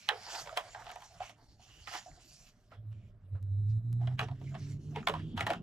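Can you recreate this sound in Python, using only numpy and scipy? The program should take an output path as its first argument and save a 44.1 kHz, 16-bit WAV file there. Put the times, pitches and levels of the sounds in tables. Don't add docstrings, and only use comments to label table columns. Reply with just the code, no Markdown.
import sys
import numpy as np
from scipy import signal
from scipy.io import wavfile
from scipy.ndimage import uniform_filter1d

SR = 44100
rng = np.random.default_rng(int(sys.argv[2]) if len(sys.argv) > 2 else 0)


def unload_wav(signal):
    wavfile.write(
        sys.argv[1],
        SR,
        np.round(np.clip(np.atleast_2d(signal).T, -1, 1) * 32767).astype(np.int16),
    )


def how_loud(loudness_db):
    steps = np.asarray(loudness_db, float) / 20
    return 10 ** steps


N = 247842
STEP = 64


def rms_one(x):
    return x / np.sqrt(np.mean(x ** 2) + 1e-20)


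def peak_one(x):
    return x / np.abs(x).max()


def in_time(rows):
    seconds, *columns = np.transpose(rows)
    return [np.interp(np.arange(N) / SR, seconds, column) for column in columns]


def at_hz(points, hz):
    known_hz, value = np.array(points)[:, 0], np.array(points)[:, 1]
    return np.interp(np.log(hz), np.log(known_hz), value)


def drift(rate):
    r = np.exp(-80 * np.pi * rate / SR)
    slow = signal.lfilter([1], [1, -2 * r, r * r], rng.standard_normal(N // 40 + 2002))[2000:]
    return np.interp(np.arange(N) / 40, np.arange(len(slow)), rms_one(slow))


def resonance(x, hz, width):
    r = np.exp(-np.pi * width / SR)
    return signal.lfilter([(1 - r * r) / 2, 0, (r * r - 1) / 2], [1, -2 * r * np.cos(2 * np.pi * hz / SR), r * r], x)


def resonance_twice(x, hz, width):
    return resonance(resonance(x, hz, width), hz, width)


def band(order, low_hz, high_hz):
    return signal.butter(order, [low_hz, high_hz], "band", fs=SR, output="sos")


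# pitch in Hz, likeness from -1 to 1.
LIKENESS_BY_PITCH = [(40, .85), (110, .98), (300, .88), (850, .92), (1300, .45), (3000, .28), (6000, .3),
                     (8500, .78), (12000, .82)]


def pair(mid, side, hz):
    alike = np.clip(at_hz(LIKENESS_BY_PITCH, hz), -1, 1)
    opposed = .7 * np.roll(mid, round(SR / hz / 4)) + .7 * side
    return np.sqrt((1 + alike) / 2) * mid + np.sqrt((1 - alike) / 2) * opposed * np.array([[1], [-1]])


def pan(db):
    return np.array([how_loud(db / 2), how_loud(-db / 2)])


# time in seconds, left minus right in dB.
HANDS_PLACE = [(0.0, -3.5), (.7, -2.5), (1.2, -2.6), (1.9, -4), (2.6, -2.5), (4.2, -2), (5.62, -0.5)]


def hands_pan_db():
    return in_time(HANDS_PLACE)[0]


def coloured(white, spectrum, patchy_db):
    out, edges = 0, 20 * 2 ** np.arange(.1, 10, .5)
    for k, (low, high) in enumerate(zip(edges, edges[1:])):
        hz = np.sqrt(low * high)
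        if high > spectrum[0][0]:
            mid, side = signal.sosfilt(band(3, low, high), white[k % 2])
            level_db = at_hz(spectrum, hz) + patchy_db * drift(7.9)
            out = out + how_loud(level_db) * pair(mid, side, hz)
    return rms_one(out)


def in_modes(source, modes, wander_db):
    out = 0
    for k, (hz, width, db) in enumerate(modes):
        ring = pair(*resonance_twice(source[k % 2], hz, width * 1.27), hz)
        out = out + how_loud(db + wander_db * drift(9.6)) * ring
    return rms_one(out)


def held(rows, rise, fall):
    t = np.arange(0, N + STEP, STEP) / SR
    start, length, db = (np.array(rows)[:, k, None] for k in range(3))
    loss_db = np.maximum(rise * (start - t), fall * (t - start - length))
    return how_loud(db - np.maximum(0, loss_db))


def summed(gains, extra_db, rest_db):
    power = np.sum((gains * how_loud(np.reshape(extra_db, (-1, 1)))) ** 2, axis=0) + how_loud(rest_db) ** 2
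    return np.interp(np.arange(N) / STEP, np.arange(len(power)), 10 * np.log10(power))


# pitch in Hz, level in dB per Hz.
ROOM_COLOUR = [(12, -31), (20, 7.5), (116, 6), (161, -2.5), (274, -7), (519, -13), (614, -35.5),
               (1380, -27), (3170, -36.5), (4310, -51), (6910, -42), (8170, -46.5), (14300, -40.5),
               (15500, -56)]
# pitch in Hz, width in Hz, level in dB.
ROOM_HUMS = [
    (602, 34, -83),
    (111, 4.7, -73.5),
]


def room():
    white = rng.standard_normal((2, 2, N))
    out = how_loud(-64) * coloured(white, ROOM_COLOUR, patchy_db=5.5)
    for hz, width, db in ROOM_HUMS:
        out = out + how_loud(db) * rms_one(resonance_twice(white[0, 0], hz, width))
    return out * pan(-1.5)[:, None]


# time in seconds, pitch in Hz.
FIRING_NOTE = [(2.6, 104), (2.9, 107.3), (3.07, 110), (3.3, 95.33), (3.45, 98.06), (3.56, 100.3),
               (3.78, 110), (3.84, 115.2), (3.97, 117.9), (4.15, 125.9), (4.3, 131), (4.52, 136.7),
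               (4.63, 140.7), (4.78, 143), (4.92, 149.2), (5.15, 156.6), (5.3, 158.4), (5.62, 176.4)]
# multiple of its pitch, level in dB.
SIDE_ORDERS = [(.67, -25.5), (1.331, -32.5), (1.502, -24), (1.999, -21), (2.498, -39.5), (3, -37.5)]
# start in seconds, length in seconds, note level in dB, wall boom in dB over the note.
EXHAUST_SWELLS = [(2.798, 0.13, -35, -7.5), (2.95, .05, -45, -2), (3.025, 0.04, -49.5, 4),
                  (3.338, 0.018, -36, -4.5), (3.24, .02, -48, -3), (3.418, 0.08, -35.5, -13),
                  (3.52, 0.08, -30, -16.5), (3.624, 0.065, -32.5, -15), (3.7, 0.077, -29, -20),
                  (3.848, 0.074, -35, -15), (3.931, 0.13, -31, -19.5), (4.079, 0.069, -34.5, -10),
                  (4.193, 0.07, -41.5, -2.5), (4.311, 0.026, -40, -1), (4.407, 0.06, -45.5, -3.5),
                  (4.468, 0.07, -40, -9), (4.614, 0.17, -41.5, -3), (4.866, 0.12, -43, -4.5),
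                  (5.14, 0.14, -42.5, -4), (5.338, 0.12, -48, 5.5), (5.493, 0.08, -62.5, 6)]


def vehicle():
    hz, = in_time(FIRING_NOTE)
    idle_db = -60.5
    swells = held(EXHAUST_SWELLS, rise=419.5, fall=420)
    note_db = summed(swells, 0, idle_db)
    boom_db = summed(swells, np.transpose(EXHAUST_SWELLS)[3], idle_db)
    over_hz = hz - 124.4
    growl_db = -58 + np.minimum(0.5 * over_hz, 0.25 * over_hz)

    turns = 2 * np.pi * np.cumsum(hz) / SR
    note = np.sqrt(2) * how_loud(0.69 * drift(21)) * np.sin(turns + .12 * drift(12))
    for multiple, db in SIDE_ORDERS:
        order_db = db + 12.5 + (growl_db - note_db) / 2 + 2.6 * drift(3.9)
        note += how_loud(order_db) * np.sin(multiple * turns + .9 * drift(8))

    white = rng.standard_normal((2, 2, N))
    boom = rms_one(resonance_twice(white[0, 0], 99, 28))
    low = rms_one(pair(*resonance_twice(white[1], 29, 30), 40))
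    growl_modes = [(166, 40, 11.0), (222, 38, 5.0), (281.6, 7, 4.5), (385, 25, 1.0), (320.0, 70, 0.1)]
    growl = in_modes(white[::-1], growl_modes, wander_db=4.0)
    tone = how_loud(note_db) * note + how_loud(boom_db) * boom

    beat_hz = 3900
    error = (np.arange(N) * beat_hz / SR) % 1 - .5
    for line_hz in (9100, 13000):
        error += .022 * np.sin(2 * np.pi * line_hz * np.arange(N) / SR)
    tone += .75 * error * np.gradient(tone)

    heard = np.clip((np.arange(N) / SR - 2.45) / 1.18, 0, 1)
    return heard * (tone * pan(-2.23)[:, None] + how_loud(growl_db) * growl + how_loud(-59.5) * low * pan(-2.5)[:, None])


def desk_echo(x):
    t = np.arange(6000) / SR
    tail = pair(*rng.standard_normal((2, len(t))), 560) * how_loud(-60 * t / 0.1) * (t > .004)
    tail = signal.sosfilt(band(1, 350, 1900), tail)
    tail = tail / np.sqrt(np.sum(tail ** 2, axis=1, keepdims=True))
    return how_loud(-12.5) * signal.fftconvolve(x, tail, axes=1)[:, :N]


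# start in seconds, length in seconds, level in dB, pitch in Hz, width in Hz.
EDGE_SWISHES = [(.25, .14, -59, 5000, 1200), (.16, .1, -64, 1500, 450), (.27, .13, -58, 1600, 600),
                (.1, .03, -47, 1300, 900), (.32, .04, -57, 3200, 1200), (1.7, .14, -66, 2900, 450),
                (1.885, .1, -56, 4900, 900), (1.955, .05, -59, 7000, 900), (1.874, .014, -53, 1800, 1500),
                (1.932, .045, -51, 1600, 1500), (2.716, .03, -64, 1400, 1500), (2.74, .04, -77, 3300, 400),
                (2.93, .15, -85, 2420, 150), (3.352, .02, -67, 1100, 900), (3.7, .015, -73, 4600, 2400),
                (5.16, .19, -68, 3250, 600), (4.468, .025, -63, 2200, 300), (1.23, .05, -66, 2800, 600),
                (1.204, .02, -57, 1200, 900), (4.96, .025, -54, 1800, 1600), (5.378, .045, -52, 2600, 1600),
                (5.468, .02, -52, 2600, 1600)]


def swishes():
    out = np.zeros((2, N + SR))
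    lead = 2200
    t = np.arange(-lead, 14000) / SR
    for start, length, db, hz, width in EDGE_SWISHES:
        rub = rms_one(pair(*resonance_twice(rng.standard_normal((2, len(t))), hz, width), hz))
        loss_db = np.maximum(0, np.maximum(-2000 * t, 500 * (t - length)))
        at = round(start * SR) - lead
        out[:, at:at + len(t)] += how_loud(db - loss_db) * rub * pan(-2.5)[:, None]
    return out[:, :N]


# time in seconds, peak in dB.
FIBRE_TICKS = [(.0887, -24), (.0905, -25), (.0935, -31), (.388, -41), (.476, -47), (.5731, -24),
               (.844, -43), (.891, -43), (.902, -46), (.9159, -37), (.9583, -37), (1.0052, -43),
               (1.021, -46), (1.2945, -45), (1.6053, -57), (1.8727, -42), (1.9365, -37), (2.114, -56),
               (2.7173, -64),
               (4.0721, -50), (4.1923, -37), (5.0718, -27), (5.1381, -45), (5.3766, -36), (5.4065, -31),
                 (5.4664, -33), (5.504, -38), (5.5342, -41)]


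def fibre_ticks():
    out, t, pan_db = np.zeros((2, N + 400)), np.arange(400) / SR, hands_pan_db()
    colour = band(1, 1800, 5600)
    for s, db in FIBRE_TICKS:
        click = signal.sosfilt(colour, rng.standard_normal((2, len(t))) * np.exp(-t / .0009))
        at = round((s - .0003) * SR)
        out[:, at:at + len(t)] += how_loud(db - 3) * peak_one(pair(*click, 9000)) * pan(pan_db[at])[:, None]
    return out[:, :N]


def fibres(per_s, spread_db, clump_db, smooth):
    rate = per_s * how_loud(clump_db * drift(22))
    catches = rng.random(N) < rate / SR
    sizes = how_loud(spread_db * np.minimum(rng.exponential(1, N), 5)) * catches
    return (rms_one(sizes) + smooth) * rng.standard_normal((2, 2, N))


def singing(source, gains, hz, width_hz):
    loudest_hz = np.repeat(hz[gains.argmax(axis=0)], STEP)[:N]
    now_hz = uniform_filter1d(loudest_hz, 1300) * (1 + .04 * drift(6))
    slow = signal.sosfilt(signal.butter(2, width_hz, fs=SR, output="sos"), source)
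    return rms_one(pair(*(slow * np.cos(2 * np.pi * np.cumsum(now_hz) / SR)), hz.mean()))


def off_the_desk(x):
    for hz in 1500 + 450 * (np.arange(16) + rng.random(16)):
        depth = np.clip(.2 + drift(3), 0, .95)
        x = x - depth * resonance(x, hz, 260)
    return x


# start in seconds, length in seconds, hiss in dB,
# crumple in dB over the hiss, pitch of the air gap between the sheets in Hz.
SHEET_SLIDES = [(0.0, 0.38, -61, -2, 2500), (0.235, 0.045, -55, -5, 2074), (0.308, .11, -48.5, -2.5, 1705),
                (.46, 0.29, -62, -1.5, 2073), (0.8, 0.25, -64.5, -2, 1844), (1.057, .13, -69, -5, 2313),
                (1.22, 0.083, -61.5, 1, 2317), (1.384, .16, -75, -8, 1900), (1.624, .22, -66, -4, 2976),
                (1.89, .1, -55, -2, 1720), (2.034, .14, -68, -5.5, 1487), (2.207, .28, -64.5, -6, 2674),
                (2.71, .05, -84, 2, 1259), (2.92, 0.17, -84, 4, 2373), (2.552, .14, -82, -2.5, 1682),
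                (4.02, .12, -77, 4.5, 1950), (4.214, 0.127, -77.5, -1, 1634), (4.425, 0.085, -70, -1, 2252),
                (4.59, 0.14, -65, -2, 2243), (4.808, .16, -74, -4.5, 2710), (3.695, .025, -80, 1, 2592),
                (5.093, 0.11, -73, 14, 1810), (5.188, 0.14, -78.5, 5.5, 3150), (5.374, .05, -65, 15, 1400),
                (4.99, .065, -73, 0.5, 2600), (5.47, .075, -67, 15, 1250), (4.957, .035, -74, 17, 1500),
                (1.93, .045, -56, 3, 1400), (.095, .03, -63, 9, 1550), (4.196, .035, -66, 16, 1300),
                (1.225, .03, -68, 8, 1500), (4.545, .02, -76, 16, 1500), (.58, .025, -61, 6, 1300),
                (4.33, .09, -78, 1, 2000)]
# start in seconds, length in seconds, level in dB, pitch of the hollow under the page in Hz.
BOOK_FLEXES = [(0.109, 0.069, -53, 757.8), (.21, 0.043, -58, 850), (.27, 0.065, -50, 890),
               (.34, 0.045, -45, 850), (.39, .03, -50, 700), (0.464, 0.22, -56, 640),
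               (0.767, .05, -52.5, 850.4), (0.852, 0.085, -56.5, 720), (0.976, 0.081, -63, 848.4),
               (1.109, 0.21, -65.5, 720), (1.386, 0.047, -68.5, 834), (1.602, 0.18, -73.5, 750),
               (1.92, 0.05, -57, 850), (2.057, 0.14, -69.5, 700), (2.395, 0.06, -74, 650),
               (2.731, 0.02, -63.5, 620), (3.352, 0.028, -67.5, 559.4), (4.008, 0.12, -64, 740),
               (4.208, 0.087, -65.5, 713), (4.41, 0.035, -72, 620), (4.52, 0.028, -62, 660),
               (4.92, 0.086, -63, 700), (5.1, 0.056, -53, 700), (5.372, 0.055, -57, 714),
               (5.47, .085, -57.5, 680)]
# pitch in Hz, width in Hz, level in dB.
BODY_MODES = [(480, 470, -7.5), (700, 110, 6), (930, 820, -0.5), (1100, 500, -5)]
# pitch in Hz, width in Hz, level in dB.
CRINKLE_MODES = [(1300, 1100, 4.5), (1900, 1690, 4), (2700, 570, 10), (2987, 500, 4.5), (3420, 450, -16.5)]
# pitch in Hz, level in dB per Hz.
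HISS_COLOUR = [(1940, -44.5), (3300, -10), (4060, -12), (4800, 12.5), (6300, -0.5), (7180, -7),
               (8170, -21.5), (11000, -8.5), (14400, -17), (15500, -31)]
# pitch in Hz, width in Hz, level in dB.
EDGE_WHISTLES = [(4280, 74, 0), (4636, 240, -5), (6000, 870, -1.5), (6770, 73, -0.5), (6820, 3400, -13),
                 (7030, 390, 0)]


def rustle():
    crumple_db, gap_hz = np.transpose(SHEET_SLIDES)[3:]
    fall = 351
    rises = 402 * (1 + .3 * np.maximum(crumple_db, 0))
    slides = held(SHEET_SLIDES, rises[:, None], fall)
    flexes = held(BOOK_FLEXES, 800, fall)

    hiss_db = summed(slides, 0, -99)
    crinkle_db = summed(slides, crumple_db, -99)
    body_db = summed(flexes, 0, -79.5)

    source = fibres(per_s=1200, spread_db=3, clump_db=4, smooth=1.9)
    hollow = singing(source[1], flexes, np.transpose(BOOK_FLEXES)[3], width_hz=79)
    body = rms_one(in_modes(source, BODY_MODES, wander_db=3.0) + 1.1 * hollow)
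    gap = singing(source[0], slides, gap_hz, width_hz=210)
    crinkle = in_modes(source, CRINKLE_MODES, wander_db=3.5) + .6 * gap
    whistles = in_modes(source, EDGE_WHISTLES, wander_db=5)
    hiss = off_the_desk(coloured(source, HISS_COLOUR, patchy_db=3.2) + .9 * whistles)

    out = how_loud(body_db) * body + how_loud(crinkle_db) * crinkle + how_loud(hiss_db) * hiss
    return out * pan(np.clip(hands_pan_db(), -7, 7))


# time in seconds, peak in dB, ring pitch in Hz, crispness in dB, length in seconds.
SHEET_CRACKS = [(0.088, -11.5, 3100, -16, 0.004), (0.091, -14, 1600, -16, 0.007),
                (0.094, -31, 823, -8, 0.026), (.082, -37, 2100, -9, .006), (0.112, -33, 480, -25, 0.033),
                (.135, -38.5, 430, -23, 0.011), (0.173, -45, 640, -13, 0.0065),
                (0.572, -29, 3150, -6.5, 0.005), (0.492, -36.5, 1260, -8.5, 0.0058),
                (.573, -28, 627, 0.5, 0.018), (.574, -30, 1260, 3.5, 0.0086),
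                (0.746, -33, 1530, -20, 0.0045), (1.203, -27, 728, -20, 0.005),
                (1.872, -33, 2093, -11, .006), (1.874, -34.5, 1250, -11, 0.014),
                (1.937, -37, 1285, 1.5, 0.039), (1.95, -41.5, 850, 5, 0.015),
                (2.114, -55, 1970, -14, 0.0038), (4.191, -21.5, 2479, -14.5, 0.012),
                (4.193, -26, 1514, -3.5, 0.019), (4.475, -49, 2163, -30, 0.0042),
                (4.543, -44, 1044, -18, 0.012), (4.959, -29, 873, -12, 0.023),
                (4.96, -33, 2200, -17, 0.015), (5.028, -39, 1290, -14, 0.0042),
                (5.071, -19.5, 2115, -4.5, 0.0044), (5.072, -21, 3650, -14.5, .005),
                (5.084, -20.5, 900, -5, 0.0077), (5.096, -26.5, 558, -4.5, 0.026),
                (5.138, -24, 1016, -12, 0.0094), (5.151, -31, 1045, -16, 0.0089),
                (5.376, -30.5, 3110, -2.5, 0.02), (5.393, -28, 1330, -10.5, 0.025),
                (5.407, -20, 2050, -6, 0.006), (5.409, -30, 743, -5.5, .025),
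                (5.466, -22.5, 1790, -5.5, 0.006), (5.471, -31, 800, -4, 0.018),
                (5.494, -26.5, 622, -18, 0.012), (5.503, -18, 700, -9, 0.012),
                (5.533, -28.5, 1410, -7, 0.02)]
# time in seconds, peak in dB, crispness in dB, cavity pitch in Hz.
FINGER_TAPS = [(.348, -37.5, -1, 800), (.389, -50, 4, 780), (.843, -64, 5, 746), (.878, -54, 5, 714),
               (.891, -46.5, 1, 700), (.901, -48, 7, 725), (.916, -45.5, 0.5, 705), (1.005, -60, 3, 830),
               (1.021, -54.5, 7.5, 833), (1.23, -45.5, 0.5, 810), (1.294, -46.5, -2.5, 653),
               (1.912, -47, -0.5, 720)]
# time in seconds, peak in dB, crispness in dB, cavity pitch in Hz.
PAD_KNOCKS = [(.46, -42, -6, 602), (.472, -37, -4, 590), (.527, -37, -12, 640), (.567, -36, -9, 633),
              (.602, -48, -20, 680), (.689, -59, -15, 715), (.731, -52, -8, 686), (.748, -37, -8, 737),
              (.759, -44, -15, 725), (.866, -41.5, -4.5, 675), (.959, -35, -10, 710),
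              (1.116, -56, -17, 690), (1.595, -51.5, -21, 726), (1.945, -48, -20, 340),
              (2.059, -41.5, -28, 705), (2.078, -44.5, -22, 680), (2.173, -54, -24, 687),
              (2.717, -49, -10, 623), (2.722, -45.5, -13, 1256), (2.735, -54, -9, 624),
              (3.326, -58.5, -21, 521), (3.35, -52.5, -13.5, 523), (4.011, -45, -12, 731),
              (4.031, -48, -13, 745), (4.072, -43.5, 2, 746), (4.112, -49, -11, 718),
              (4.212, -34, -2.5, 700), (4.22, -38.5, -20, 427), (4.228, -40, -2, 757),
              (4.285, -49, 3.5, 673), (4.312, -45, -6, 726), (4.413, -48, -9.5, 600),
              (4.549, -34, -10.5, 658), (4.965, -32.5, -20, 440), (5.09, -33, -22, 420),
              (5.505, -34.5, -23, 310), (5.512, -33, -18, 542)]


def buckles():
    tick_follows = 1.3
    crack_tilt_db, knock_tilt_db = 0.87, 1.7
    rows = []
    for s, db, hz, crisp_db, length in SHEET_CRACKS:
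        rows.append((s, db, hz, crisp_db, 4 + tick_follows * crisp_db, length, crack_tilt_db))
    for s, db, crisp_db, hz in FINGER_TAPS:
        rows.append((s, db, hz, crisp_db, -6 + tick_follows * crisp_db, 0.0076, crack_tilt_db))
    for s, db, crisp_db, hz in PAD_KNOCKS:
        rows.append((s, db, hz, crisp_db, -16.5 + tick_follows * crisp_db, 0.011, knock_tilt_db))
    return rows


def one_snap(t, lead, hz, sheet_db, bright_db, length, tilt_db):
    noise, spots = rng.standard_normal((2, 2, len(t))), rng.random((9, 2))
    length = np.clip(length, .003, .04)
    tail = .3 * np.exp(np.where(t < 0, t / (.35 * length), -t / length))
    tail *= how_loud(5.0 * np.repeat(rng.standard_normal(len(t) // 100), 100))
    crack = np.exp(np.where(t < 0, t / .0007, -t / .002)) + tail
    struck = noise * crack
    struck[:, 0, lead] += 12

    ring = resonance(struck[0], hz, hz)
    ring = resonance(ring, hz, .18 * hz)
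    ring = pair(*resonance(ring, hz, .36 * hz), hz)

    fade = np.exp(-np.maximum(t, 0) / 0.21)
    modes_hz = 700 * 1.19 ** (np.arange(len(spots)) + spots[:, 0])
    sheet = 0
    for k, (mode_hz, loud) in enumerate(zip(modes_hz, spots[:, 1])):
        push = (noise[k % 2] * crack + .3 * struck[k % 2]) * fade ** k
        mode = resonance(resonance(push, mode_hz, .25 * mode_hz), mode_hz, .5 * mode_hz)
        sheet = sheet + how_loud(4 * loud - tilt_db * k) * pair(*mode, mode_hz)

    tick = signal.sosfilt(band(2, 3300, 7600), noise[0] * (0.33 * crack + tail))
    tick += 0.26 * np.diff(noise[1] * (0.19 * crack + tail), prepend=0)
    tick = pair(*tick, 8000)
    return peak_one(ring) + how_loud(sheet_db + 9.5) * peak_one(sheet) + how_loud(bright_db - 10.0) * peak_one(tick)


def snaps():
    lead, pan_db = 900, hands_pan_db()
    out, t = np.zeros((2, N + 7000)), (np.arange(5200) - lead) / SR
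    for s, db, *shape in buckles():
        hit = one_snap(t, lead, *shape)
        at = round((s + 0.00119) * SR) - lead
        place = pan(np.clip(pan_db[at + lead], -7, 7))[:, None]
        out[:, at:at + len(t)] += how_loud(db - 3.5) * hit * place
    return out[:, :N]


def scene():
    hits = snaps()
    return room() + vehicle() + desk_echo(hits) + swishes() + fibre_ticks() + rustle() + hits


def roll_off(x):
    return signal.sosfilt(signal.butter(12, 16360, fs=SR, output="sos"), x)


# time in seconds, level in dB.
DROPPED_SAMPLES = [
    (3.428, -43.5),
    (3.929, -34.5),
]


def record(dry):
    ticks = np.zeros(N)
    for s, db in DROPPED_SAMPLES:
        ticks[round(s * SR)] = how_loud(db)
    low_pass = signal.cheby2(10, 50, 15250 * 1.02, fs=SR, output="sos")
    return roll_off(signal.sosfilt(low_pass, dry + ticks))


dry = scene()
out = record(dry)
unload_wav(out)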